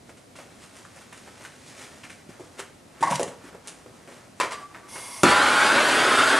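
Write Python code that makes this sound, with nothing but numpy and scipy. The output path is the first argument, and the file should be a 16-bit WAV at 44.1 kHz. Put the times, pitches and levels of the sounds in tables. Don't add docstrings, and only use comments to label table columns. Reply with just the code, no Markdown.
import sys
import numpy as np
from scipy import signal
from scipy.fft import rfft, irfft, next_fast_len
from scipy.io import wavfile

SR = 44100
rng = np.random.default_rng(int(sys.argv[2]) if len(sys.argv) > 2 else 0)


def master_out(mix):
    frames = np.transpose(np.atleast_2d(mix))
    ceiling = np.clip(frames, -1, 1)
    pcm = np.round(ceiling * 32767).astype(np.int16)
    wavfile.write(sys.argv[1], SR, pcm)


N = 281799


def from_db(db):
    return 10 ** (np.asarray(db) / 20)


def rms_one(x):
    return x / np.sqrt(np.mean(x ** 2) + 1e-20)


def in_time(rows):
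    s, *columns = np.transpose(rows)
    return [np.interp(np.arange(N) / SR, s, column) for column in columns]


def at_hz(points, hz):
    point_hz, point_db = np.array(points).T
    return np.interp(np.log(hz), np.log(point_hz), point_db)


def colour(x, *spectra):
    size = next_fast_len(N)
    hz = np.maximum(np.fft.rfftfreq(size, 1 / SR), 1)
    gain = from_db(sum(at_hz(spectrum, hz) for spectrum in spectra))
    return rms_one(irfft(rfft(x, size) * gain, size)[:N])


def drift(rate_hz):
    r = np.exp(-2 * np.pi * rate_hz * 40 / SR)
    noise = rng.standard_normal(N // 40 + 2002)
    slow = signal.lfilter([1], [1, -2 * r, r * r], noise)[2000:]
    return np.interp(np.arange(N) / 40, np.arange(len(slow)), rms_one(slow))


def resonate(x, hz, width_hz):
    r = np.exp(-np.pi * max(width_hz, 10) / SR)
    feed = np.array([1, 0, -1]) * (1 - r * r) / 2
    return signal.lfilter(feed, [1, -2 * r * np.cos(2 * np.pi * hz / SR), r * r], x)


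def ring(x, modes):
    total = 0
    for k, (hz, width_hz, db) in enumerate(modes):
        total = total + (-1) ** k * from_db(db) * resonate(x, hz, width_hz)
    return rms_one(total)


def grains(per_s, spread_db):
    sizes_db = spread_db * np.minimum(rng.exponential(1, N), 4)
    sizes = from_db(sizes_db) * rng.choice([-1, 1], N)
    return sizes * (rng.random(N) < per_s / SR)


def swells(s, swell_s, hold_s, fade_s, db):
    t = np.arange(0, N + 32, 32)[:, None] / SR
    before = (s - t) / np.maximum(swell_s, 1e-4)
    after = (t - s - hold_s) / np.maximum(fade_s, 1e-4)
    down = np.maximum(np.maximum(before, after), 0)
    gain = np.sqrt(np.sum(from_db(db - 10 * down) ** 2, axis=1))
    return np.interp(np.arange(N) / SR, t[:, 0], gain)


def rattle(contacts, s, t60_s):
    i, t = round(s * SR), np.arange(SR // 2) / SR
    dying = from_db(-60 * t / max(t60_s, .01))
    blows = contacts[i:i + len(t)] * dying
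    blows[0] += 8.0
    return i, blows, dying


def later(x, ms):
    return np.interp(np.arange(N) - ms * SR / 1000, np.arange(N), x)


def noise_band(centre_hz, width_hz):
    noise = rng.standard_normal((2, len(centre_hz)))
    slow = signal.lfilter(*signal.butter(2, width_hz / 2, fs=SR), noise)
    phase = 2 * np.pi * np.cumsum(centre_hz) / SR
    return rms_one(slow[0] * np.cos(phase) + slow[1] * np.sin(phase))


# frequency_hz, level_db (per Hz)
AIR_SPECTRUM = [(15, -43), (25, -5.5), (107, 5), (187, 2), (250, 5), (326, -1.5), (684, -4), (1100, -17),
                (1400, -18), (1510, -22), (1820, -17), (4370, -17.5), (9410, -18), (14000, -32.5)]
# frequency_hz, side_db
AIR_SIDE_SHAPE = [(60, -16), (110, -15.5), (200, -11.5), (370, -3), (670, -4), (1220, 5.5), (2230, -3.5),
                  (4060, -5.5), (7420, -11), (13600, -21)]
AIR_DB = -53


def room_tone():
    mid, side = rng.standard_normal((2, N))
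    mid = colour(mid, AIR_SPECTRUM)
    side = from_db(-5.0) * colour(side, AIR_SPECTRUM, AIR_SIDE_SHAPE)
    return from_db(AIR_DB) * (mid + side * [[1], [-1]])


# frequency_hz, level_db (per Hz)
CLOTH_BODY_SPECTRUM = [(150, -13), (300, -0.5), (700, -1.5), (1500, -3), (2500, -14), (5000, -30)]
# frequency_hz, level_db (per Hz)
CRISP_SPECTRUM = [(1180, -21), (2000, 1), (2350, 0.5), (4370, -1.5), (5670, 0), (8110, -1), (9860, -2),
                  (14000, -31)]
# peak_s, swell_s, fade_s (both per 10 dB), body_db, crisp_db
RUBS_AND_TICK = [(0.101, 0.015, 0.015, -57, -56), (0.171, -0.1, 0.024, -64, -56.5),
                 (0.36, -0.1, 0.072, -64, -51), (0.4, 0.013, 0.058, -50.5, -64),
                 (0.5, -0.03, 0.084, -60, -60), (0.64, 0.046, 0.046, -57, -52),
                 (0.765, 0.038, 0.086, -53.5, -52), (0.99, .09, 0.16, -57.5, -56.5),
                 (1.13, -0.3, 0.57, -63, -56.5), (1.28, 0.013, 0.016, -45, -57),
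                 (1.41, 0.042, .06, -55, -60), (1.455, 0.043, 0.028, -46.5, -48),
                 (1.5, -0.14, 0.31, -63, -61), (1.69, 0.055, .06, -59, -50),
                 (1.82, 0.068, 0.067, -48.5, -46.5), (1.92, 0.019, 0.21, -57, -56.5),
                 (2.04, 0.0076, 0.025, -57, -48.5), (2.105, 0.0083, 0.049, -62, -50),
                 (2.3, 0.01, 0.084, -53.5, -59), (2.405, 0.005, 0.16, -57, -60.5),
                 (2.54, 0.033, 0.22, -76, -69), (2.588, .008, .02, -43, -46),
                 (2.99, 0.055, 0.057, -53, -64), (3.34, 0.15, 0.013, -53, -70),
                 (3.491, 0.084, 0.011, -49.5, -59), (3.55, 0.045, 0.027, -50.5, -68),
                 (3.66, 0.022, 0.19, -55.5, -58), (3.862, 0.005, 0.014, -53, -68),
                 (3.95, 0.027, 0.15, -62, -66), (4.12, 0.04, 0.098, -52.5, -56.5),
                 (4.38, 0.013, 0.3, -66, -61), (4.62, 0.03, 0.021, -46.5, -61),
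                 (4.76, 0.038, 0.045, -48, -64), (4.875, 0.035, 0.025, -52, -65)]
STIR_BODY_DB, STIR_CRISP_DB = -64.5, -71


def rustle():
    s, swell_s, fade_s, body_db, crisp_db = np.transpose(RUBS_AND_TICK)
    body = swells(s, swell_s, 0, fade_s, body_db) + from_db(STIR_BODY_DB)
    crisp = swells(s, swell_s, 0, fade_s, crisp_db) + from_db(STIR_CRISP_DB)
    snaps = grains(2500.0, spread_db=0.5)
    return body * colour(snaps, CLOTH_BODY_SPECTRUM) + crisp * colour(snaps, CRISP_SPECTRUM)


# frequency_hz, level_db (per Hz)
SLAP_SPECTRUM = [(300, -56), (700, 7.5), (1500, 7.5), (2800, 0.5), (5000, -21)]
# frequency_hz, level_db (per Hz)
CRACK_SPECTRUM = [(1500, -21), (3000, -4), (4500, -6), (7500, -0.5), (10500, -2.5), (14000, -51)]
# start_s, strength_db, ring_hz, thud_db, slap_db, crack_db (last three
# against the ring), rattle_t60_s
TOOL_KNOCKS = [(0.092, -47, 372, -23, 1, -18, .089), (0.355, -52.5, 291, -18, 5, -5, 0.086),
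               (0.388, -45.5, 497, -14, 3.5, -13, 0.064), (0.849, -48.5, 1270, -27, -8, -5, .088),
               (0.962, -50, 420, -1, 2, -2, .08), (1.011, -48.5, 1170, -21, -6, -4, .053),
               (1.126, -52, 1130, -26, 10.5, 4, 0.073), (1.175, -52.5, 280, -20, 5, 2.5, 0.073),
               (1.275, -53, 595, -20, -14, -13, .1), (1.45, -42, 1410, -24, -9, -23, .11),
               (2.035, -49, 2210, -13, 3.5, -16, 0.17), (2.098, -46.5, 1930, -9, 2, 0, 0.07),
               (2.291, -44, 244, 2, -6, -9, 0.049), (2.397, -38, 390, -14, -30, -17, 0.12),
               (2.593, -37, 365, -27, 8, 3, 0.093), (3.008, -41, 280, -1.5, -1.5, -3, 0.48),
               (3.109, -31.5, 490, -1.5, 1.5, -3.5, 0.22), (3.196, -24.5, 400, -34, -11.5, -13.5, 0.18),
               (3.23, -33.5, 486, 1.5, -36, 8, 0.026), (3.279, -45, 514, 5, 5.5, -1, 0.057),
               (3.441, -45, 255, -4, -4.5, -9.5, .12), (3.546, -41.5, 416, -9, -16, -22, 0.074),
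               (3.673, -52, 370, -24, 5.5, 15.5, .15), (3.86, -43, 348, -27, -23, -42, 0.15),
               (4.075, -46, 380, -18, -3.5, -13, 0.24), (4.747, -41.5, 1330, -24, -28, -26, 0.15),
               (4.955, -44, 411, -29, 7.5, -6, 0.17)]
IGNITER_SNAP = (5.233, -14.5, 315, -7.5, -6, -4, 0.06)
RING_DAMPING = 0.77


def knocks():
    out, contacts = np.zeros(N), rms_one(grains(4000.0, spread_db=3.5))
    flat, bright = colour(contacts, SLAP_SPECTRUM), colour(contacts, CRACK_SPECTRUM)
    for s, strength_db, ring_hz, thud_db, slap_db, crack_db, t60_s in TOOL_KNOCKS + [IGNITER_SNAP]:
        i, blows, dying = rattle(contacts, s, t60_s)
        span = slice(i, i + len(blows))
        width_hz = ring_hz * RING_DAMPING
        hollow = resonate(resonate(blows, ring_hz, width_hz), ring_hz, width_hz) * np.sqrt(SR / width_hz)
        thud = resonate(resonate(blows, 180, 210), 156, 130.0) * np.sqrt(SR / 150)
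        slap = from_db(slap_db) * flat[span] * dying
        crack = from_db(crack_db) * bright[span] * dying
        out[span] += from_db(strength_db) * (hollow + from_db(thud_db) * thud + slap + crack)
    return out


# pitch_hz, width_hz, level_db
CYLINDER_MODES = [(734, 200, -10.5), (940, 76, 1), (1091, 60, -1), (1520, 120, -16), (1840, 220, -13.5),
                  (2110, 110, -13), (2250, 160, -16)]
# start_s, hold_s, level_db
DRAG_JERKS = [(3.027, 0.019, -16.5), (3.052, 0.053, -25.5), (3.119, 0.016, -22.5), (3.221, .01, -30)]
# peak_s, swell_s, fade_s (both per 10 dB), level_db
GRIT_SCRATCHES = [(3.028, 0.0005, 0.015, -29.5), (3.075, 0.017, 0.07, -41), (3.106, .005, 0.005, -36),
                  (3.145, .003, .008, -38), (3.158, 0.0072, 0.01, -29), (3.2, .005, 0.005, -43)]
JERK_SWELL_S, JERK_FADE_S = 0.0012, 0.0076


def cylinder():
    s, hold_s, db = np.transpose(DRAG_JERKS)
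    jerk_gain = swells(s, JERK_SWELL_S, hold_s, JERK_FADE_S, db)
    s, swell_s, fade_s, db = np.transpose(GRIT_SCRATCHES)
    grit_gain = swells(s, swell_s, 0, fade_s, db)
    jolts = signal.lfilter(*signal.butter(2, 1500, fs=SR), grains(4000.0, spread_db=3.0))
    grit = colour(grains(1500.0, spread_db=-3.5), CRISP_SPECTRUM)
    return jerk_gain * ring(jolts, CYLINDER_MODES) + grit_gain * grit


# pitch_hz, width_hz, level_db
TORCH_MODES = [(478, 210, 4.5), (766, 150, 0), (1020, 110, 10.5), (1870, 370, -6), (2230, 180, -38),
               (2650, 88, 1.5), (3650, 130, -13.5), (4800, 70, -5.5), (5860, 80, -24), (7700, 130, -14),
               (7620, 79, -27), (8600, 190, -17)]
# frequency_hz, level_db (per Hz)
CLATTER_SPECTRUM = [(200, -22), (450, -8), (1000, -2.5), (2200, -3), (4000, -12.5), (7500, -15),
                    (10500, -18), (14000, -60)]
# start_s, ring_db, brightness_db (per octave above 1 kHz), clatter_db, rattle_t60_s
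TORCH_TAPS = [(4.4, -38.5, 4.5, -22, 0.069), (4.408, -47, -7, -22.5, 0.087), (4.43, -44.5, -8, -33, 0.21),
              (4.508, -70, 11, -34.5, 0.12), (4.521, -53, 8, -37.5, 0.2)]


def torch():
    out, contacts = np.zeros(N), rms_one(grains(6000.0, spread_db=2.0))
    loose = colour(contacts, CLATTER_SPECTRUM)
    for s, ring_db, bright_db, clatter_db, t60_s in TORCH_TAPS:
        i, blows, dying = rattle(contacts, s, t60_s)
        span = slice(i, i + len(blows))
        modes = [(hz, width_hz, db + bright_db * np.log2(hz / 1000)) for hz, width_hz, db in TORCH_MODES]
        clatter = from_db(clatter_db) * loose[span] * dying
        out[span] += from_db(ring_db) * ring(blows, modes) + clatter
    return out


# start_s, hold_s, pitch_hz, level_db
VALVE_SQUEAKS = [(4.53, 0.061, 1168, -40), (4.623, 0.036, 1159, -42.5), (4.7, 0.029, 1157, -52),
                 (4.76, .01, 1165, -64), (4.84, 0.034, 1156, -48.5)]
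SQUEAK_SWELL_S, SQUEAK_FADE_S = .015, 0.021


def valve():
    s, hold_s, hz, db = np.transpose(VALVE_SQUEAKS)
    pitch_hz = np.interp(np.arange(N) / SR, s + hold_s / 2, hz)
    phase = 2 * np.pi * np.cumsum(pitch_hz + 4 * drift(25)) / SR
    gain = swells(s, SQUEAK_SWELL_S, hold_s, SQUEAK_FADE_S, db) * from_db(1.5 * drift(20))
    return np.sqrt(2) * gain * np.sin(phase)


# frequency_hz, level_db (per Hz)
JET_SPECTRUM = [(150, -39), (250, -13), (813, -3), (978, 3), (1390, -11.5), (2160, -9), (2690, -9),
                (4760, -13), (7020, -12.5), (9830, 0.5), (14000, -28)]
# pitch_hz, width_hz, level_db (per 100 Hz of width)
TUBE_MODES = [(1050, 140, -5), (2147, 42, 5), (3410, 52, 0), (4750, 210, -5), (5560, 250, -3),
              (6180, 220, -6)]
GAS_OPEN_S, GAS_FULL_S = 4.875, 4.95
GAS_SWELL_S, GAS_DB = 0.081, -41.5


def gas():
    jet, modes = rng.standard_normal(N), 0
    for hz, width_hz, db in TUBE_MODES:
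        gain = from_db(db + 2.0 * drift(12)) * np.sqrt(width_hz / 100)
        modes = modes + gain * rms_one(resonate(jet, hz, width_hz))
    opening = np.clip((np.arange(N) / SR - GAS_OPEN_S) / .015, 0, 1)
    flow = swells(GAS_FULL_S, GAS_SWELL_S, N / SR, 1, GAS_DB) * opening
    return flow * (colour(jet, JET_SPECTRUM) + from_db(-6.5) * rms_one(modes))


# frequency_hz, level_db (per Hz)
ROAR_SPECTRUM = [(29, -58), (50, -45), (141, -24), (184, -25), (256, -15.5), (539, -11), (598, -11),
                 (867, -11.5), (1450, -11), (1860, -14.5), (3610, -20.5), (3920, -23), (7000, -36),
                 (9100, -42), (15400, -120)]
# frequency_hz, level_db (per Hz)
EDGE_SPECTRUM = [(2650, -12.5), (4500, 1.5), (5440, -6.5), (7030, -4), (7660, -2), (10000, -3.5),
                 (13000, -24), (14000, -34)]
# time_s, flame_db, hot_tube_hz, hot_tube_db (against the flame)
FLAME_COURSE = [(5.236, -11, 1290, 3), (5.252, -8.5, 1347, -9), (5.424, -11, 1449, -7.5),
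                (5.65, -10.5, 1486, -6), (5.88, -10, 1578, -12), (6.168, -11, 1330, -11.5),
                (6.184, -9.5, 1290, -6), (6.27, -11, 1495, -8.5), (6.39, -11.5, 1532, -3.5)]
# time_s, delay_ms
WALL_ECHO_COURSE = [(5.25, 1.2), (5.45, .95), (5.75, 0.79), (6.0, 0.59), (6.2, 0.619), (6.39, 0.6)]
LIT_S, WALL_ECHO_DB, TUBE_WIDTH_HZ = 5.234, -14, 230
EDGE_DB, FLASH_DB, FLASH_S = -12.5, 16, 0.006
WHUMP_DB, WHUMP_HZ, WHUMP_T60_S = -15, 246, 0.28
RUMBLE_DB, RUMBLE_HZ, RUMBLE_T60_S = -37, 76.4, 0.88


def flame():
    flame_db, tube_hz, tube_db = in_time(FLAME_COURSE)
    t = np.arange(N) / SR - LIT_S
    lit_s = np.maximum(t, 0)
    edge_db = EDGE_DB + FLASH_DB * np.exp(-lit_s / FLASH_S)
    roar = colour(rng.standard_normal(N), ROAR_SPECTRUM)
    edge = colour(rng.standard_normal(N), EDGE_SPECTRUM)
    burn = from_db(drift(29)) * roar + from_db(edge_db + 1.2 * drift(30)) * edge
    for ms, pace in rng.uniform([2, -.35], [14, -.1], (7, 2)):
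        reflected = signal.lfilter(*signal.butter(1, 500, "high", fs=SR), burn)
        burn = burn + .2 * later(reflected, ms * (1 + pace * lit_s))
    burn = burn + from_db(WALL_ECHO_DB) * later(burn, in_time(WALL_ECHO_COURSE)[0])
    tube = from_db(tube_db + 1.3 * drift(11)) * noise_band(tube_hz, TUBE_WIDTH_HZ)
    burn = rms_one(burn) + tube
    whump = rms_one(resonate(resonate(rng.standard_normal(N), WHUMP_HZ, 190), WHUMP_HZ, 200))
    whump = whump * from_db(WHUMP_DB - 60 * lit_s / WHUMP_T60_S)
    rumble = rms_one(resonate(resonate(rng.standard_normal(N), RUMBLE_HZ, 50), RUMBLE_HZ, 50))
    rumble = rumble * from_db(RUMBLE_DB - 60 * lit_s / RUMBLE_T60_S)
    onset = np.clip(t / 0.00074, 0, 1)
    return onset * (from_db(flame_db) * rms_one(burn) + whump + rumble)


ROOM_T60_S, ROOM_DB, ROOM_SIDE_DB, WALL_HZ = 0.42, -6.5, -24, 3900


def cupboard(x):
    t = np.arange(SR // 2) / SR
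    noise = rng.standard_normal((2, len(t)))
    dull = signal.lfilter(*signal.butter(1, WALL_HZ, fs=SR), noise)
    tail = dull + (noise - dull) * from_db(-60 * t / 0.7)
    tail = tail * from_db(-60 * t / ROOM_T60_S) * (t > .002)
    return signal.fftconvolve(x[None], tail / np.sqrt(np.sum(tail[0] ** 2)), axes=1)[:, :N]


def scene():
    handling = rustle() + knocks() + cylinder() + torch() + gas()
    squeak, burning = valve(), flame()
    mid, side = cupboard(handling + from_db(-8) * (burning + squeak))
    side = side + cupboard(burning)[1]
    room = from_db(ROOM_DB) * mid + from_db(ROOM_SIDE_DB) * side * [[1], [-1]]
    return handling + squeak + burning + room + room_tone()


CUTOFF_HZ = 15000


def record(dry):
    ports = signal.sosfilt(signal.butter(2, 60, "high", fs=SR, output="sos"), dry)
    very_top = signal.butter(6, 11800, "high", fs=SR, output="sos")
    side = signal.sosfilt(very_top, ports[0] - ports[1])
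    ports = ports + from_db(16) * side * [[1], [-1]]
    dull = signal.lfilter(*signal.butter(2, 13000, fs=SR), ports[0])
    ports[0] = 0.58 * ports[0] + 0.42 * dull
    rounded = .9 * np.tanh(ports / .9)
    return signal.sosfilt(signal.cheby2(10, 40, CUTOFF_HZ, fs=SR, output="sos"), rounded)


dry = scene()
out = record(dry)
master_out(out)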